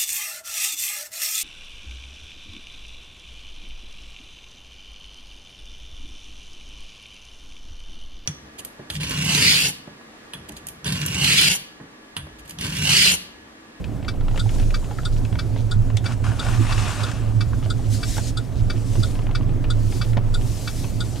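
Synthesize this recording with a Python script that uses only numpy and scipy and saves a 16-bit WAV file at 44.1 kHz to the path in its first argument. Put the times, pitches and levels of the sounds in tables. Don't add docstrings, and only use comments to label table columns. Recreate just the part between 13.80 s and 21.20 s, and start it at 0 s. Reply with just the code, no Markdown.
import sys
import numpy as np
from scipy import signal
from scipy.fft import rfft, irfft, next_fast_len
from scipy.io import wavfile
from scipy.ndimage import uniform_filter1d, map_coordinates

SR = 44100
rng = np.random.default_rng(int(sys.argv[2]) if len(sys.argv) > 2 else 0)


def makeup_ratio(level_db):
    decades = np.asarray(level_db, float) / 20
    return 10 ** decades


def dump(signal):
    limited = np.clip(np.atleast_2d(signal).T, -1, 1)
    pcm = np.round(limited * 32767).astype(np.int16)
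    wavfile.write(sys.argv[1], SR, pcm)


N = 326340


def unit(x):
    return x / np.sqrt(np.mean(np.abs(x) ** 2) + 1e-20)


def along(points, hz):
    f, value = np.transpose(points)
    return np.interp(np.log(hz + 1), np.log(f + 1), value)


def over_time(points):
    s, value = np.transpose(points)
    return np.interp(np.arange(N) / SR, s, value)


def wobble(rate):
    knots = rng.standard_normal(int(N * rate / SR) + 4)
    return map_coordinates(knots, [np.arange(N) * rate / SR])


def filtered(x, response):
    m = next_fast_len(N + SR // 2)
    return irfft(rfft(x, m) * response(np.fft.rfftfreq(m, 1 / SR)), m)[..., :N]


def resonances(modes):
    def response(f):
        total = 0
        for k, (center, width, db) in enumerate(modes):
            damping = 1j * f * width
            total = total + (-1) ** k * makeup_ratio(db) * damping / (center * center - f * f + damping)
        return total
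    return response


def rush(spectrum, patchy_db):
    z = signal.stft(rng.standard_normal((2, N)), nperseg=512)[2]
    patches = uniform_filter1d(rng.standard_normal(z.shape[1:]), 6, 0)
    patches = unit(uniform_filter1d(patches, 10, 1))
    pair = signal.istft(z * makeup_ratio(patchy_db * patches), nperseg=512)[1][:, :N]
    return unit(filtered(pair, lambda hz: makeup_ratio(along(spectrum, hz))))


def hum(hz, width, steady):
    drift = wobble(width) + 1j * wobble(width)
    drift = unit(drift / (np.abs(drift) + 0.053) ** np.clip(steady, 0, 1))
    wave = drift * np.exp(2j * np.pi * hz * np.arange(N) / SR) * np.sqrt(2)
    return np.array([wave.real, 0.36 * wave.imag])


def swells(s, db, rise, fall, hold, rest_db, bend):
    s, db, rise, fall, hold = (np.reshape(v, (-1, 1)) for v in (s, db, rise, fall, hold))
    t = np.arange(0, N + 16, 16) / SR
    before = np.maximum(s - t, 0) / np.abs(rise)
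    after = np.maximum(t - s - hold, 0) / np.abs(fall)
    peaks = makeup_ratio(db - 10 * (before + after) ** bend)
    gain = np.sqrt((peaks ** 2).sum(axis=0) + makeup_ratio(rest_db) ** 2)
    return np.interp(np.arange(N) / SR, t, gain)


# start t/s, length t/s, level/dB
BODY_ROCKS = [(0.41, 0.54, -19), (1.32, 0.087, -18.5), (1.854, 0.23, -23), (2.43, 0.046, -25),
              (2.7, 0.29, -25), (3.46, 0.61, -28), (4.196, 0.38, -30), (4.81, 0.21, -23),
              (5.155, 0.93, -22.5), (6.34, 0.23, -19), (6.95, 0.23, -30)]
# t/s, level/dB
RUT_KICKS = [(.66, -19.5), (1.52, -21.5), (2.0, -16.5), (2.15, -15), (2.49, -21), (2.68, -16.5),
             (2.779, -11.5), (3.02, -24), (3.23, -32), (3.57, -17), (4.1, -19.5), (4.4, -25), (4.82, -17),
             (5.23, -20), (5.63, -21.5), (5.98, -26), (6.36, -16.5), (6.66, -15.5), (7.16, -25.5)]
# t/s, level/dB
SNOW_LOAD = [(0, -7), (.6, -5.5), (1.1, -6), (1.7, 0), (2.1, 1), (2.8, 3), (3.3, -4), (3.6, 3.5), (4.5, -3),
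             (5.2, 2.5), (5.35, -1.5), (6.3, 3.5), (6.8, -3.5), (7.4, -5.5)]


def cab():
    s, length, db = np.transpose(BODY_ROCKS)
    rocking = swells(s, db, rise=0.093, fall=0.11, hold=length, rest_db=-52, bend=0.8)
    shudder = rocking * hum(25.5, width=7, steady=0.4)
    s, db = np.transpose(RUT_KICKS)
    kicks = swells(s, db - 3.5, rise=0.035, fall=0.046, hold=0, rest_db=-62, bend=1.4)
    boom = hum(104.5, width=15, steady=0.36) + makeup_ratio(-1) * hum(114.5, width=16, steady=0.65)
    return shudder + np.hypot(kicks, makeup_ratio(-28 + over_time(SNOW_LOAD))) * boom


# t/s, peak level/dB, middle f/Hz
SUSPENSION_THUDS = [
    (1.961, -23.5, 138),
    (2.683, -32, 159),
    (2.797, -25.5, 248),
    (4.378, -35, 213),
    (5.18, -29, 253),
    (4.941, -33, 262),
    (5.602, -27, 186),
    (5.76, -37, 262),
    (6.149, -34, 269),
    (6.37, -25.5, 140),
]
# f/Hz, level/dB per Hz
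FLOOR_RUMBLE = [(4, -22), (14, -38), (38, 0.5), (50, -3), (62, 4.5), (85, -4), (130, -6.5), (150, -6.5),
                (190, -8), (225, -12.5), (262, -7), (310, -13.5), (400, -19), (700, -120)]
# f/Hz, level/dB per Hz
ENGINE_DRONE = [(200, -96), (330, -5.5), (430, 1.5), (650, -1.5), (900, -8.5), (1500, -14), (3000, -21.5),
                (6000, -35), (10000, -65), (13000, -42), (15800, -34)]


def tyres():
    load_db = over_time(SNOW_LOAD)
    rumble_db = -29 + 0.055 * load_db + 0.79 * wobble(6.3)
    sound = makeup_ratio(rumble_db) * rush(FLOOR_RUMBLE, patchy_db=1.18)
    t = np.arange(SR // 5) / SR
    for s, db, hz in SUSPENSION_THUDS:
        tones = sum(np.sin(2 * np.pi * hz * ratio * t) for ratio in (.75, 1, 1.3))
        thud = tones * makeup_ratio(db + 9.5 - 60 * t / 0.091) * (1 - np.exp(-t / 0.0037))
        sound[0, round(s * SR):][:len(t)] += thud
    drone_db = -43 + 0.065 * load_db + 0.54 * wobble(15)
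    return sound + makeup_ratio(drone_db) * rush(ENGINE_DRONE, patchy_db=1.5)


# f/Hz, width/Hz, level/dB
DRIVE_WHINE = (11538, 22, -76)


def camera_drive():
    hz, width, db = DRIVE_WHINE
    return makeup_ratio(db) * hum(hz, width, steady=1)[0]


# t/s, peak level/dB, middle f/Hz, panel knock level/dB
PANEL_TAPS = [(0.227, -36, 940, -11), (.2473, -33, 842, 1), (.511, -35, 830, -17), (1.527, -31.5, 805, 1),
              (1.7619, -35, 825, 7.5), (2.1013, -32.5, 970, 6), (3.5034, -56, 860, 3),
              (3.827, -33.5, 1180, 2), (4.9565, -36, 842, -6), (5.1545, -30, 1000, 2),
              (5.3532, -31.5, 1040, -10), (5.391, -31, 960, 6), (5.4188, -34, 961, -11),
              (5.5107, -31.5, 961, 2), (5.6087, -35.5, 950, 8), (5.692, -36, 2500, 6),
              (5.841, -30, 2480, 4), (6.123, -31, 780, -10.5), (6.332, -31, 1480, -14)]
CLIP_TICKS = [(0.042, -27, 2400, -20), (.409, -33.5, 1310, -5), (0.482, -28.5, 1300, 2),
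              (0.576, -22.5, 1350, -5), (0.6917, -24, 1290, -16), (.798, -27, 1390, -4),
              (.905, -25.5, 2460, -14), (1.2322, -34.5, 3450, 2), (1.4501, -29, 2400, -12),
              (1.5546, -32, 1430, 5), (2.868, -23, 1200, -8.5), (2.9792, -22.5, 1260, -4),
              (6.369, -32, 2080, 11), (6.3713, -26.5, 1380, 8.5), (6.378, -34.5, 1000, 12),
              (6.573, -39, 2510, -11), (7.0412, -31, 2500, 2), (.559, -29, 2500, 2), (.785, -32, 1500, 0),
              (.827, -34.5, 2500, -9), (1.043, -34.5, 2500, -9), (1.363, -36, 2500, -6),
              (5.134, -38, 1500, 2)]
HOLLOW_TAPS = [(.339, -38, 705, -2), (.46, -42, 740, -9), (.5447, -30.5, 850, -2), (.6596, -30.5, 790, -3),
               (.759, -36.5, 850, -1), (1.027, -41, 910, 4), (1.1105, -28, 824, -5),
               (1.186, -21.5, 1410, -17), (1.415, -36, 750, 0), (1.804, -39, 756, 0),
               (2.588, -33.5, 2500, -9), (3.7302, -27.5, 1030, -5), (3.733, -29, 1430, -5),
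               (3.859, -32.5, 640, 3), (3.991, -36, 805, -13), (4.3677, -28.5, 1370, 1),
               (4.381, -28, 1400, 9.5), (5.4674, -30.5, 2430, 3), (5.491, -33, 820, 0),
               (6.524, -46, 774, -7)]
BRIGHT_SNAPS = [
    (2.1696, -18, 3400, -16),
    (2.2425, -28, 1480, -9),
    (2.3213, -26.5, 1380, -9),
    (3.315, -22.5, 1490, -17),
]
# treble level/dB, part ring level/dB, click level/dB, ring width over its pitch
TRIM_KINDS = [
    (-23, 0.5, -1, 0.17),
    (-9.5, -1.5, 0, 0.18),
    (-30, 6, -12, 0.24),
    (-4.5, 1.5, -4, 0.12),
]


def taps():
    t = np.arange(2048) / SR
    f = np.fft.rfftfreq(4096, 1 / SR)
    dull = 1 / (1 + 1j * f / 4300) ** 4
    click = dull * resonances([(2700, 2600, -1.5), (2480, 220, 3)])(f)
    panel = resonances([(620, 700, 0)])(f) ** 2
    fade = (makeup_ratio(-60 * t / 0.016) + 0.6 * makeup_ratio(-60 * t / 0.075)) * (1 - np.exp(-t / 0.00024))
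    out = np.zeros((2, N + SR))
    for rows, kind in zip((PANEL_TAPS, CLIP_TICKS, HOLLOW_TAPS, BRIGHT_SNAPS), TRIM_KINDS):
        treble_db, ring_db, click_db, wide = kind
        treble = resonances([(7000, 5000, treble_db - 0.1)])(f) ** 2 / (1 + 1j * f / 9500) ** 3
        for s, db, hz, knock_db in rows:
            crack = rng.standard_normal((2, len(t))) * fade
            crack[0, 6] += 6
            spectrum = rfft(crack, 4096)
            ring = makeup_ratio(2 * ring_db) * resonances([(hz, wide * hz, 0)])(f) ** 2
            tap = irfft(spectrum * (ring + makeup_ratio(click_db) * click - treble))
            knock = irfft(spectrum * panel)
            tap = tap / np.abs(tap[0]).max() + makeup_ratio(knock_db) * knock / np.abs(knock[0]).max()
            out[:, round(s * SR):][:, :4096] += makeup_ratio(db - 1.2) * tap * [[1], [.6]]
    return out[:, :N]


TICK_TIMES = [0.2818, 0.9417, 1.589, 2.2578, 2.921, 3.6073, 4.2303, 4.8995, 5.5502, 6.2138, 6.875]
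TOCK_TIMES = [.5941, 1.2512, 1.9119, 2.5931, 3.2332, 3.9011, 4.5714, 5.230, 5.902, 6.541, 7.204]
# f/Hz, level/dB, 60 dB fade t/s, build-up t/s
TICK_MODES = [(1141, -42, .06, .005), (1216, -40, .06, .005), (1335, -39, .06, .005),
              (1426, -33, .065, .007), (1480, -39, .05, .009), (1545, -34, .05, .008),
              (1857, -42, .06, .009), (2304, -35, .07, .009), (2621, -39, .07, .008),
              (3080, -47, .07, .009), (3364, -41, .05, .01), (3472, -34, .05, .01), (3730, -39, .06, .01),
              (4500, -43, .05, .005), (4608, -41, .045, .005), (4656, -30, .065, .006),
              (4740, -40, .06, .005), (5087, -45, .06, .006), (5400, -47, .05, .006)]
# f/Hz, level/dB, 60 dB fade t/s, build-up t/s
TOCK_MODES = [(1130, -43, .04, .004), (1308, -37, .045, .016), (1437, -32, .05, .02),
              (3150, -48, .06, .008), (3364, -39, .04, .008), (3485, -29, .045, .011),
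              (3719, -32, .055, .012), (3989, -38, .055, .008), (4500, -43, .05, .007),
              (4657, -34, .07, .007), (4740, -43, .06, .007), (5081, -43, .05, .005),
              (5377, -45, .06, .005), (6965, -49, .06, .007), (7200, -49, .05, .008),
              (7660, -52, .04, .007), (8031, -51, .04, .008), (8489, -49, .05, .005),
              (8607, -47, .06, .008), (8774, -48, .05, .008), (9388, -52, .04, .007)]
# f/Hz, level/dB per Hz
TICK_BUZZ = [(800, -52), (1200, 10), (1600, 4), (2000, -10), (3000, -8.5), (4000, 1.5), (5300, -0.5),
             (6500, -10.5), (9500, -12.5), (11000, -26)]
# f/Hz, level/dB per Hz
TOCK_BUZZ = [(900, -52), (1300, 10), (1700, -10), (2900, -17), (3400, 1), (4300, -2.5), (5400, -9.5),
             (6300, -15), (7000, -6), (9000, -9), (11000, -29)]


def relay(strokes, level_db, modes, buzz_spectrum):
    t = np.arange(SR // 6) / SR
    hz, db, t60, build = np.transpose(modes)[:, :, None]
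    swell = np.minimum(t / build, 1) ** 1.25 * makeup_ratio(db - 60 * np.maximum(t - build, 0) / t60)
    phase = [[[.1]], [[1]]] * rng.random((2, len(modes), 1))
    rings = swell * np.sin(2 * np.pi * (hz * (t - build) + phase))
    buzz_shape = makeup_ratio(level_db - 30 - 60 * t / 0.1) * np.minimum(t / 0.0081, 1)
    out, buzz = np.zeros((2, N + SR)), np.zeros(N + SR)
    for s in strokes:
        start = round((s - .003) * SR)
        own_db = rng.normal(0, 0.96, len(modes))
        out[:, start:][:, :len(t)] += makeup_ratio(level_db + own_db) @ rings * [[1], [.5]]
        buzz[start:][:len(t)] += buzz_shape
    return out[:, :N] + buzz[:N] * rush(buzz_spectrum, patchy_db=-0.5)


# start t/s, hold t/s, level/dB, rise t/s, fall t/s (both for 10 dB)
GLOVE_SLIPS = [
    (2.245, 0.089, -37.5, 0.0043, 0.015),
    (2.444, 0.0053, -35.5, 0.0066, 0.12),
    (2.625, 0.027, -35.5, 0.048, 0.3),
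    (2.893, 0.0066, -35, 0.088, 0.18),
    (2.997, 0.057, -32, 0.029, 0.12),
    (3.115, 0.056, -35, 0.08, 0.1152),
    (3.22, 0.059, -38.5, 0.038, 0.18),
]
# t/s, level/dB over the slipping
GLOVE_CATCHES = [(2.284, 2), (2.312, 5), (2.442, 5), (2.453, 6), (2.466, 8), (2.49, -8), (2.518, 11.5),
                 (2.535, 9), (2.628, 5), (2.665, 10), (2.685, 8), (2.712, 10), (2.74, -3), (2.773, 3),
                 (2.802, 5), (2.827, 6), (2.85, 6), (2.888, 7), (2.909, 9), (2.96, 6), (3.025, 6),
                 (3.084, -4), (3.115, 1), (3.266, 9), (3.29, 2)]
# t/s, share 0-1
SPOKE_SHARE = [(2.2, 1), (2.56, 0.93), (2.7, .7), (2.78, 0.07), (3.08, 0.06), (3.15, 0.5), (3.25, 0.24),
               (3.4, 0.4)]
# f/Hz, width/Hz, level/dB
SPOKE_MODES = [(720, 270, -3), (1080, 290, -3), (1440, 157, 2.5), (1710, 330, -6), (2600, 890, -10),
               (3400, 240, -14), (5000, 3400, -20.5)]
# f/Hz, width/Hz, level/dB
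OPEN_MODES = [(707, 330, -4.5), (1065, 120, 0.5), (1205, 81, 2.5), (1750, 340, -5.5), (2600, 480, -5),
              (3840, 1100, -10.5), (5500, 2200, -16.5)]
# peak t/s, sheen level/dB, body above sheen level/dB, rise t/s, fall t/s (for 10 dB)
SLEEVE_SWEEPS = [(.59, -60, 11, .1, -0.56), (.75, -57, 12, 0.041, 0.13), (.95, -63, 10.5, 0.16, 1.5),
                 (2.64, -57.5, 12, 0.036, 0.6), (3.1, -57, 15.5, 0.48, 0.26), (3.8, -63.5, 11.5, 0.32, 1.5),
                 (4.141, -48.5, 12, 0.037, 0.05), (4.381, -46.5, 11, 0.17, 0.01),
                 (4.491, -53, 15.5, 0.26, -0.02), (5.23, -54.5, 12, .25, 0.17),
                 (6.18, -53.5, 10.5, 0.18, -0.03), (6.3, -58.5, 11, 0.3, 0.05), (6.7, -53, 8.5, 0.13, .5),
                 (7.0, -51, 8, 0.36, 0.18), (7.3, -57, 10.5, 0.16, 3)]
# f/Hz, level/dB per Hz
CLOTH_BODY = [(700, -60), (1500, -8), (2300, -5), (3500, -1.5), (5000, 0.5), (7500, 0), (9500, -3.5),
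              (11500, -15.5), (15800, -40)]
# f/Hz, level/dB per Hz
CLOTH_SHEEN = [(5000, -44), (8000, -11.5), (10000, 3), (12500, 1.5), (15800, -10)]


def rung(x, modes):
    return filtered(x, lambda hz: resonances(modes)(hz) / (1 + 1j * hz / 9000) ** 3)


def hands():
    s, hold, db, rise, fall = np.transpose(GLOVE_SLIPS)
    grip = swells(s, db, rise, fall, hold, rest_db=-63, bend=1.25)
    s, db = np.transpose(GLOVE_CATCHES)
    catches = swells(s, db, rise=0.00086, fall=0.0045, hold=0, rest_db=0.5, bend=0.53)
    flutter = makeup_ratio(0.88 * wobble(160) + 1.56 * wobble(35.05))
    slips = catches * flutter * rng.standard_normal((2, 2, N))
    share = np.clip(over_time(SPOKE_SHARE), 0, 1)
    rim = rung(np.sqrt(share) * slips[0], SPOKE_MODES)
    rim = rim + rung(np.sqrt(1 - share) * slips[1], OPEN_MODES)

    s, db, body_db, rise, fall = np.transpose(SLEEVE_SWEEPS)
    sheen = swells(s, db, rise, fall, hold=0, rest_db=-67.5, bend=1.6)
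    body = swells(s, db + body_db, rise, fall, hold=0, rest_db=-59, bend=1.42)
    cloth = np.hypot(body, makeup_ratio(-9.5) * grip) * rush(CLOTH_BODY, patchy_db=1.73)
    cloth = cloth + np.hypot(sheen, makeup_ratio(-35) * grip) * rush(CLOTH_SHEEN, patchy_db=0.5)
    return grip * unit(rim) + makeup_ratio(0.84 * wobble(60)) * cloth


# t/s, length t/s, level/dB, middle f/Hz
JACKET_FOLDS = [(0.819, 0.016, -50, 2600), (1.326, 0.024, -48, 4440), (1.369, 0.023, -49.5, 4500),
                (1.769, 0.047, -48, 3070), (3.836, 0.02, -46.5, 3160), (4.045, 0.023, -51.5, 3440),
                (4.721, 0.014, -55, 2500), (4.757, 0.055, -51, 3900), (4.963, .02, -49, 2600),
                (5.624, 0.011, -49.5, 2300), (6.242, 0.013, -45, 2400), (6.612, 0.01, -44, 2380),
                (7.359, 0.024, -46, 2980)]


def folds():
    out = np.zeros((2, N + SR))
    t = np.arange(4096) / SR
    f = np.fft.rfftfreq(len(t), 1 / SR)
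    for s, length, db, hz in JACKET_FOLDS:
        pace = 130 / SR * makeup_ratio(2.3 * rng.standard_normal(len(t)))
        beat = np.cumsum(pace) % 1
        snaps = rng.standard_normal((2, len(t))) * makeup_ratio(-22 * beat) * (t < length)
        run = irfft(rfft(snaps) * resonances([(hz, .9 * hz, 0)])(f) ** 2)
        out[:, round(s * SR):][:, :len(t)] += makeup_ratio(db) * unit(run) * np.sqrt(length / t[-1])
    return out[:, :N]


# f/Hz, likeness 0-1
LIKENESS = [(25, .98), (60, .74), (110, .85), (180, .5), (270, .79), (550, .72), (1400, .78), (4000, .74),
            (8000, .7), (15000, .76)]


def scene():
    both = cab() + tyres() + taps()
    both = both + relay(TICK_TIMES, 2, TICK_MODES, TICK_BUZZ)
    both = both + relay(TOCK_TIMES, 1.2, TOCK_MODES, TOCK_BUZZ)
    both = both + hands() + folds()

    def spread(hz):
        angle = np.arccos(np.clip(along(LIKENESS, hz), -1, 1)) / 2
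        return np.array([np.ones_like(hz), np.tan(angle)])

    mid, side = filtered(both, spread)
    return np.array([mid + side, mid - side])


# f/Hz, level/dB
LEFT_OVER_RIGHT = [(25, -2), (60, -5), (110, -8), (180, -4), (270, -5), (500, -1), (800, .5), (1200, 2),
                   (2400, 3.3), (5000, 3.9), (9000, 3.4), (15000, 1.2)]
# f/Hz, phase/radians
LEFT_LEAD = [(25, -.87), (60, -1.1), (110, -.62), (180, -1.3), (270, -.76), (550, -.56), (1200, -.34),
             (4000, -.2), (8000, 0)]


def capsules(dry):
    def response(hz):
        half = makeup_ratio(along(LEFT_OVER_RIGHT, hz) / 2) * np.exp(.5j * along(LEFT_LEAD, hz))
        return np.array([half, 1 / half]) * (hz > 3) * (hz < 15830)
    return filtered(dry, response)


def top_cut(x):
    return signal.sosfilt(signal.butter(12, 15820, fs=SR, output="sos"), x)


def record(dry):
    return top_cut(capsules(dry) + camera_drive())


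dry = scene()
out = record(dry)
dump(out)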